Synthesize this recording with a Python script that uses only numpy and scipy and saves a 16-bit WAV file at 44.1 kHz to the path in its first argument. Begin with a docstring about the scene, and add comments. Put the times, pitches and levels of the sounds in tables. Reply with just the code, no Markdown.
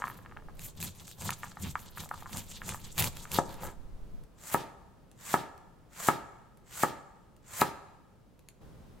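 """A serrated knife saws the kernels off an upright corn cob, then slices a potato on a wooden board in a kitchen.
Sawing strokes are dense random clicks plus a wavering tooth tone and low noise for the shaken cob.
Bursting skins are ticks of noise with blade modes; loose pieces patter as band-passed board modes.
Each potato slice is a swelling wet hiss of clicks, ending in a knock of the ringing board.
Hard walls ring after it as shaped noise, over quiet room air and a deep rumble."""
import sys
import numpy as np
from scipy import signal
from scipy.fft import rfft, irfft, next_fast_len
from scipy.io import wavfile

SR = 44100
rng = np.random.default_rng(int(sys.argv[2]) if len(sys.argv) > 2 else 0)


def to_wav(sig):
    """Store sig (one row per channel, or 1-D mono) as 16-bit WAV at the path in sys.argv[1].

    Samples outside -1..1 are clipped; the rate is SR.
    """
    pcm = np.clip(np.atleast_2d(sig), -1, 1) * 32767
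    pcm = np.round(pcm).astype(np.int16)
    wavfile.write(sys.argv[1], SR, pcm.T)  # frames by channels


N = 396890
TIME = np.arange(N) / SR
CORN_DONE_S = 4.0

# Forward pushes of the saw. Each row: centre in seconds, half length in seconds, crunch in dB, cob judder in dB.
SAW_PUSHES = [(0.018, 0.16, -55.5, -56), (.648, 0.05, -45.5, -50), (0.841, 0.051, -39.5, -39),
              (1.266, .062, -41, -41.5), (1.655, 0.047, -42.5, -40.5), (2.011, 0.042, -44, -49),
              (2.366, 0.049, -41, -44), (2.697, .057, -41.5, -48.5), (3.027, .044, -31, -38),
              (3.358, 0.044, -37.5, -41), (3.653, 0.055, -48, -51.5)]
# Light pulls: drawn back halfway between two pushes while the cycle stays within these limits.
SHORTEST_CYCLE_S, LONGEST_CYCLE_S = 0.22, 0.5
PULL_CYCLE_SHARE = 0.2  # half length over cycle
PULL_CRUNCH_DB, PULL_JUDDER_DB = -52.5, -57  # after a push of mean crunch
PULL_DB_PER_PUSH_DB = 0.28


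def sawing():
    """Crunch gain, judder gain and relative blade speed of firm pushes and the light pulls between them."""
    strokes = list(SAW_PUSHES)
    usual_db = np.mean([row[2] for row in SAW_PUSHES])
    for (s, _, db, _), (next_s, *_) in zip(SAW_PUSHES, SAW_PUSHES[1:]):
        cycle_s = next_s - s
        force_db = PULL_DB_PER_PUSH_DB * (db - usual_db)
        if SHORTEST_CYCLE_S < cycle_s < LONGEST_CYCLE_S:
            strokes.append((s + cycle_s / 2, PULL_CYCLE_SHARE * cycle_s,
                            PULL_CRUNCH_DB + force_db, PULL_JUDDER_DB + force_db))
    crunch, judder, speed = np.zeros((3, N))
    for s, half_s, crunch_db, judder_db in strokes:
        stroke = swell(s, half_s)
        crunch += undb(crunch_db) * stroke
        judder += undb(judder_db) * stroke
        speed = np.maximum(speed, stroke)
    return crunch, judder, speed


# Spectrum of the kernel crackle. 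Each row: frequency in Hz, level in dB.
CORN_SPECTRUM = [(300, -10.5), (600, -8.5), (950, -4.5), (1500, -11), (2200, -8), (3600, -2.5), (5500, -8),
                 (7300, -1.5), (10000, -10), (12800, -5), (16000, -12.5)]
# Spectrum of the cob's shake. Each row: frequency in Hz, level in dB.
JUDDER_SPECTRUM = [(30, -23.5), (60, -2.5), (90, 4.5), (120, -3), (170, 1.5), (230, -5.5), (320, -15),
                   (600, -29), (1500, -59.5)]
# How much the cut shakes the board: strong at first, nearly none at 0.6 s, strong again at the end.
# Each row: time in seconds, level in dB.
BOARD_CONTACT = [(0, 7), (.6, -31), (1.3, -12), (2.8, -9.5), (3.0, -14.5), (3.7, 5.5)]
# The cob's rocking: light at first, stronger mid-way, light again on the last strokes.
# Each row: time in seconds, rocking share in dB.
COB_ROCKING = [(.85, -5), (1.7, 1.5), (3.0, 2.5), (3.4, -6)]


def corn(crunch, judder, speed):
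    """Each stroke bursts kernels; the passing teeth catch and shake the cob against the board."""
    tooth_hz = (130 + 26 * speed) * (1 + 0.14 * walk(rate_hz=70))
    tooth = np.sin(2 * np.pi * np.cumsum(tooth_hz) / SR)
    # crunch spurts tooth by tooth
    bite = unit(undb(1.5 * tooth + 2.4 * walk(rate_hz=110)))
    kernels = crackle(CORN_SPECTRUM, rate_hz=7000, scatter_db=2.5, shift_db=5.5, side_db=-9)

    blows = cells(rate_hz=730, scatter_db=1.5)
    wood = unit(signal.fftconvolve(blows, board(detune=0.01, ring=0.81, rebound=0.081))[:N])
    wood = wood * undb(np.interp(TIME, *np.transpose(BOARD_CONTACT)))

    mid, side = (unit(colour(rng.standard_normal(N), JUDDER_SPECTRUM)) for _ in range(2))
    shake = spread(mid, side, side_db=-7.5)
    rocking = undb(np.interp(TIME, *np.transpose(COB_ROCKING)))
    grip = undb(2.5 * walk(rate_hz=30))
    thrum = undb(-3) * unit(tooth * grip) + rocking * shake
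    return crunch * (bite * kernels + wood) + judder * thrum


# Loudest skins bursting under the edge. Each row: time in seconds, peak in dB.
SKIN_SNAPS = [(0.594, -32.5), (0.827, -22.5), (1.1134, -34.5), (1.3054, -18.5), (2.0908, -34.5),
              (2.6916, -21), (2.9802, -18.5), (2.9864, -18.5), (3.0026, -17), (3.0235, -16.5),
              (3.0425, -14), (3.1697, -27.5), (3.3169, -23), (7.6136, -16.5)]
# Blade touching the potato between cuts. Each row: time in seconds, peak in dB.
BLADE_TOUCHES = [(4.2371, -51.5), (5.1144, -46.5), (5.5782, -48), (6.5729, -51), (7.3652, -50.5),
                 (8.3924, -47), (8.4868, -35.5)]
# Modes of the steel blade, damped by the food. Each row: frequency in Hz, level in dB, t60 in seconds before the ring factor.
BLADE_MODES = [(2640, 6.5, 0.015), (3940, -10.5, .03), (4300, 0, 0.014), (5720, -4, 0.038),
               (6900, 2, 0.029)]
# Lesser random bursts under the moving blade; peaks relative to the crunch.
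BURSTS_PER_S, BURST_DB, BURST_SCATTER_DB = 14, 11.5, 3.5


def snaps(crunch):
    """A taut skin splits: a sharp tick with a little spray, which also tings the blade."""
    out, t = np.zeros((2, N)), np.arange(4096) / SR
    bursts = []
    for s, size in scatter(0, CORN_DONE_S, BURSTS_PER_S):
        crunch_db = 20 * np.log10(crunch[int(s * SR)] + 1e-9)
        bursts.append((s, crunch_db + BURST_DB + BURST_SCATTER_DB * size))
    for s, db in list(SKIN_SNAPS) + list(BLADE_TOUCHES) + bursts:
        decay = np.exp(-t / 0.0014) + undb(-18) * np.exp(-t / 0.005)
        burst = rng.standard_normal((2, len(t))) * decay
        tick = band(burst, [1200, 6000], "bandpass", order=1)
        tick = tick + undb(-5) * band(burst, [6500, 13000], "bandpass")
        ting = unit(ring_modes(BLADE_MODES, detune=0.052, ring=0.42))
        tick = unit(spread(*tick, side_db=-9.5)) + undb(-4) * ting
        add(out, s, undb(db) * tick / np.abs(tick.mean(axis=0)).max())
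    return out


# Loudest cut pieces landing on the board. Each row: time in seconds, peak in dB, centre in Hz.
PIECE_DROPS = [(0.021, -20, 1160), (0.04, -18.5, 1190), (0.071, -27.5, 1360), (0.1, -29.5, 1270),
               (0.322, -37.5, 1190), (0.371, -31, 1650), (1.292, -18.5, 1124), (1.433, -24.5, 1590),
               (1.442, -29.5, 990), (1.755, -16.5, 1258), (1.974, -29.5, 1330), (2.113, -20.5, 929),
               (2.259, -31.5, 1110), (2.618, -27, 1630), (3.254, -32, 1560)]
# Showers of crumbs. Each row: start in seconds, end in seconds, mean peak in dB.
CRUMB_SHOWERS = [(0.022, .1, -33), (0.142, .52, -42), (1.418, 1.581, -35), (1.977, 2.38, -36.5),
                 (2.7, 2.76, -30)]
CRUMBS_PER_S, CRUMB_HZ, CRUMB_SCATTER_DB = 26, 1170, 4


def drops():
    """Light pieces stir only the middle modes and bounce twice; crumbs shower around them."""
    out = np.zeros((2, N))
    crumbs = []
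    for start, end, db in CRUMB_SHOWERS:
        for s, size in scatter(start, end, CRUMBS_PER_S):
            hz = CRUMB_HZ * np.exp(0.24 * rng.standard_normal())
            crumbs.append((s, db + CRUMB_SCATTER_DB * size, hz))
    for s, db, hz in list(PIECE_DROPS) + crumbs:
        lags_s = np.append(0, rng.uniform(0.006, 0.036, size=2))
        falls_db = np.append(0, rng.uniform(-24, -11, size=2))
        for lag_s, fall_db in zip(lags_s, falls_db):
            wood = board(detune=0.07, ring=0.7, rebound=0.3)
            tap = band(wood, [hz * 0.79, hz * 2], "bandpass", order=2)
            add(out, s + lag_s, undb(db + fall_db) * tap / np.abs(tap).max())
    return out


# Spectrum of the flesh crackle. Each row: frequency in Hz, level in dB.
POTATO_SPECTRUM = [(60, -10), (160, -1), (330, -16), (560, -6.5), (760, -5.5), (1050, -2.5), (1900, -4),
                   (2800, -9), (5500, -10.5), (6600, -6), (7300, -2.5), (10000, -11), (13000, -7.5),
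                   (16000, -13)]
SLICE_S, SLICE_DB = 0.22, -36.5  # length; hiss gain reached at a knock of mean level
SLICE_DB_PER_KNOCK_DB = 0.93
TREBLE_ENTER_DB, TREBLE_THROUGH_DB = -2, 0.5  # settings of the treble mix


def slice_ends():
    """Every knock after the corn is done ends one slice of potato: seconds, knock dB."""
    return [(s, db) for s, db, _ in BLADE_KNOCKS if s > CORN_DONE_S]


def potato():
    """The blade gathers speed through the flesh and the hiss brightens; the last skin breaks just above the board."""
    effort, through = np.zeros((2, N))
    usual_db = np.mean([db for _, db in slice_ends()])
    for s, knock_db in slice_ends():
        db = SLICE_DB + SLICE_DB_PER_KNOCK_DB * (knock_db - usual_db)
        depth = np.clip(1 + (TIME - s) / SLICE_S, 0, 1)
        cutting = depth ** 2.34
        sliding = undb(-5.5) * np.exp(-np.abs(TIME - s) / 0.031)
        skin = np.exp(-np.abs(TIME - s + 0.002) / 0.004)
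        effort += undb(db) * (np.where(TIME < s, cutting, sliding) + undb(2) * skin)
        through += depth * (TIME < s + SLICE_S)
    flesh = crackle(POTATO_SPECTRUM, rate_hz=14000, scatter_db=2.2, shift_db=1.8, side_db=-6)
    treble = colour(flesh, [(6000, -37), (9000, 10)])
    treble_db = np.interp(through, [0, 1], [TREBLE_ENTER_DB, TREBLE_THROUGH_DB])
    hiss = flesh + (undb(treble_db) - 1) * treble
    return effort * undb(2.4 * walk(rate_hz=420)) * hiss


# Wet rubs on the steel, entering the flesh and as the slice slips off.
# Each row: seconds after the knock, half length in seconds, level in dB, centre in Hz, width in Hz.
WET_RUBS = [(-.115, .04, -67.5, 7400, 910), (0.048, .038, -50.5, 3500, 2600), (0.08, .075, -56, 1850, 700),
            (-.06, 0.032, -50, 7600, 1200)]


def rubs():
    """Short moist swishes of band-passed noise as each slice slips on the steel."""
    out, t = np.zeros((2, N)), np.arange(SR // 2) / SR
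    middle_s = t[-1] / 2
    for s, _ in slice_ends():
        for lag_s, half_s, db, hz, width_hz in WET_RUBS:
            noise = rng.laplace(size=(2, len(t)))
            swish = unit(band(noise, [hz - width_hz / 2, hz + width_hz / 2], "bandpass", order=1))
            envelope = np.exp(-((t - middle_s) / half_s) ** 2)
            add(out, s + lag_s - middle_s, undb(db) * envelope * spread(*swish, side_db=-9))
    return out


# Blade meeting the board. Each row: time in seconds, blow level over 10 ms in dB, contact brightness in Hz.
BLADE_KNOCKS = [(3.3873, -19.5, 920), (3.634, -38.5, 1100), (4.5454, -21, 1300), (5.3414, -19.5, 1400),
                (6.0864, -17.5, 1900), (6.8350, -19.5, 1500), (7.618, -18.5, 1900)]
KNOCK_PAN_DB = 2  # left minus right


def knocks():
    """The heavy blade rings the board below a contact cutoff; the worktop and everything on it shudder briefly."""
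    out, t = np.zeros((2, N)), np.arange(4096) / SR
    pan_db = np.array([[1], [-1]]) * KNOCK_PAN_DB / 2
    for s, db, hz in BLADE_KNOCKS:
        blow = band(board(detune=0.02, ring=1, rebound=0.7), hz, "lowpass", order=2)
        blow = band(blow, 280, "highpass", order=1)  # a small board radiates little bass
        blow = blow / np.std(blow[:SR // 100])
        shudder = unit(band(rng.standard_normal(len(t)), [450, hz * 0.89], "bandpass", order=2))
        shudder = shudder * (1 - np.exp(-t / 0.002)) * np.exp(-t / 0.016) * undb(-10)
        add(out, s, undb(db + pan_db) * (blow + shudder))
    return out


# Modes of the wooden board. Each row: frequency in Hz, level in dB, t60 in seconds before the ring factor.
BOARD_MODES = [(174, -7, 0.027), (455, -13.5, 0.027), (540, -2, 0.034), (714, -12, 0.018), (953, 6, 0.022),
               (1271, 5.5, 0.011), (1592, -3, 0.016), (1900, -11.5, 0.01), (2697, -16.5, 0.012)]


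def board(detune, ring, rebound):
    """One blow rings the board; the flex comes back inverted from the worktop 2 ms later."""
    out = ring_modes(BOARD_MODES, detune, ring)
    lag = int(0.002 * SR)
    return out - rebound * np.pad(out, (lag, 0))[:len(out)]


# Kitchen reverberation. Each row: band centre in Hz, tail level in dB, t60 in seconds.
KITCHEN_BANDS = [(80.3, -2, 0.79), (192, -6, 0.38), (450, -9, .8), (950, -11.5, 0.92), (1474, -14, 1),
                 (2945, -14.5, 0.93), (6800, -15.5, 0.81), (15400, -15, 0.19)]


def kitchen(x):
    """Quick reflections off the worktop and tiles, then a diffuse tail that loses its top treble first."""
    t = np.arange(SR) / SR
    f = np.maximum(np.fft.rfftfreq(SR, 1 / SR), 1)
    centres = np.log([row[0] for row in KITCHEN_BANDS])
    noise, response = rfft(rng.standard_normal((2, SR))), 0
    early = np.exp(-t / 0.016) * (t > 0.004)
    early = undb(-7.5) * early / np.linalg.norm(early)
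    for (hz, db, t60), pick in zip(KITCHEN_BANDS, np.eye(len(KITCHEN_BANDS))):
        part = irfft(noise * np.interp(np.log(f), centres, pick), SR)
        tail = undb(-60 * t / t60) * (1 - np.exp(-t / 0.0013))
        envelope = np.hypot(undb(db) * tail / np.linalg.norm(tail), early)
        # long waves reach both ears more alike
        response = response + envelope * spread(*part, side_db=-5 if hz < 3500 else -0.5)
    return signal.fftconvolve(x.mean(axis=0)[None], response, axes=1)[:, :N]


# Spectrum of the room air. Each row: frequency in Hz, level in dB.
AIR_SPECTRUM = [(15, -43.5), (25, -2), (136, -3.5), (173, -3.5), (260, -10.5), (537, -14.5), (722, -19.5),
                (895, -21), (1240, -24), (1900, -31), (15500, -44)]
# Spectrum of the deep rumble. Each row: frequency in Hz, level in dB.
RUMBLE_SPECTRUM = [(15, 1.5), (26, 4), (42, -4.5), (80, -20), (160, -19.5), (400, -49), (1500, -68)]
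# Background levels. Each row: time in seconds, air in dB, rumble in dB.
BACKGROUND_LEVELS = [(0, -55, -70), (.55, -54, -50), (.95, -59.5, -62), (2.801, -57.5, -53.5),
                     (3.498, -56, -50), (4.22, -56, -42.5), (4.279, -59, -72), (8.602, -61.5, -79),
                     (8.62, -53.5, -62), (9, -55, -74)]


def air():
    """Low, slightly restless room noise over a deep rumble."""
    s, *levels = np.transpose(BACKGROUND_LEVELS)
    air_db, rumble_db = (np.interp(TIME, s, db) for db in levels)
    hush = unit(colour(rng.standard_normal((2, N)), AIR_SPECTRUM))
    rumble = unit(colour(rng.standard_normal((2, N)), RUMBLE_SPECTRUM))
    hush = undb(air_db + 0.23 * walk(rate_hz=17)) * spread(*hush, side_db=-4)
    return hush + undb(rumble_db) * spread(*rumble, side_db=-2)


def crackle(points, rate_hz, scatter_db, shift_db, side_db):
    """Bursting cells in stereo; each part of the spectrum swells on its own as the blade moves on."""
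    mid, side = (unit(colour(cells(rate_hz, scatter_db), points)) for _ in range(2))
    rest, out = spread(mid, side, side_db), 0
    for split_hz in (1500, 3000, 5500, 9500):
        low = signal.sosfiltfilt(signal.butter(4, split_hz, fs=SR, output="sos"), rest)
        out = out + low * undb(shift_db * walk(rate_hz=54))
        rest = rest - low
    return unit(out + rest * undb(shift_db * walk(rate_hz=56)))


def cells(rate_hz, scatter_db):
    """Plant cells bursting: dense clicks, a few much larger than the rest."""
    size = undb(scatter_db * np.minimum(rng.exponential(size=N), 5))
    return unit((rng.random(N) < rate_hz / SR) * size * rng.choice([-1, 1], N))


def ring_modes(modes, detune, ring):
    """Damped sines; each spot that is struck sounds a little different."""
    t, out = np.arange(4096) / SR, 0
    for hz, db, t60 in modes:
        level_change_db, pitch_change = rng.standard_normal(2)
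        gain = undb(db + level_change_db - 60 * t / (t60 * ring))
        out = out - gain * np.sin(2 * np.pi * hz * (1 + detune * pitch_change) * t)
    return out


def swell(s, half_s):
    """A smooth rise and fall around time s."""
    return np.exp(-((TIME - s) / half_s) ** 2)


def scatter(start, end, rate_hz):
    """Irregular moments, about rate_hz a second, each with a random value of spread 1."""
    chance = rng.random((200, 2))
    times = start + (np.arange(len(chance)) + chance[:, 0]) / rate_hz
    return [(s, np.sqrt(12) * (u - 0.5)) for s, u in zip(times, chance[:, 1]) if s < end]


def walk(rate_hz):
    """Random values joined by straight lines, with a spread near 1."""
    knots = rng.standard_normal(int(N / SR * rate_hz) + 2)
    return np.interp(TIME * rate_hz, np.arange(len(knots)), knots)


def undb(db):
    """Decibels to gain."""
    return 10 ** (np.asarray(db) / 20)


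def unit(x):
    """Scale to rms 1."""
    return x / np.sqrt(np.mean(x ** 2))


def colour(x, points):
    """Filter by an outline of (Hz, dB) points."""
    hz, db = np.transpose(points)
    size = next_fast_len(N, True)
    f = np.maximum(np.fft.rfftfreq(size, 1 / SR), 1)
    gain = undb(np.interp(np.log(f), np.log(hz), db))
    return irfft(rfft(x, size) * gain, size)[..., :N]


def band(x, hz, kind, order=2):
    """Causal low-, high- or band-pass."""
    edges_hz = np.clip(hz, 10, SR / 2 - 100)
    return signal.sosfilt(signal.butter(order, edges_hz, kind, fs=SR, output="sos"), x)


def spread(mid, side, side_db):
    """Left and right from a centre sound and an unrelated side sound."""
    return mid + np.array([[1], [-1]]) * undb(side_db) * side


def add(out, s, x):
    """Mix x into out at time s."""
    i = max(int(s * SR), 0)
    out[..., i:i + x.shape[-1]] += x[..., :N - i]


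# The listening point is closer for the corn than for the potato. Each row: time in seconds, room share in dB.
ROOM_SHARE = [(3.8, -4.5), (4.3, -1)]


def scene():
    """Each sound reaches the walls from its own spot, with its own share of reverberation."""
    out, far = air(), undb(np.interp(TIME, *np.transpose(ROOM_SHARE)))
    crunch, judder, speed = sawing()
    sources = [(corn(crunch, judder, speed) + snaps(crunch), 0), (drops(), -1),
               (potato() + rubs(), -1), (knocks(), 0.5)]
    for sound, room_db in sources:
        out = out + sound + undb(room_db) * kitchen(far * sound)
    return out


def record(dry):
    """A steep elliptic low-pass removes the top."""
    return signal.sosfilt(signal.ellip(10, 0.1, 70, 15900, fs=SR, output="sos"), dry)


dry = scene()
out = record(dry)
to_wav(out)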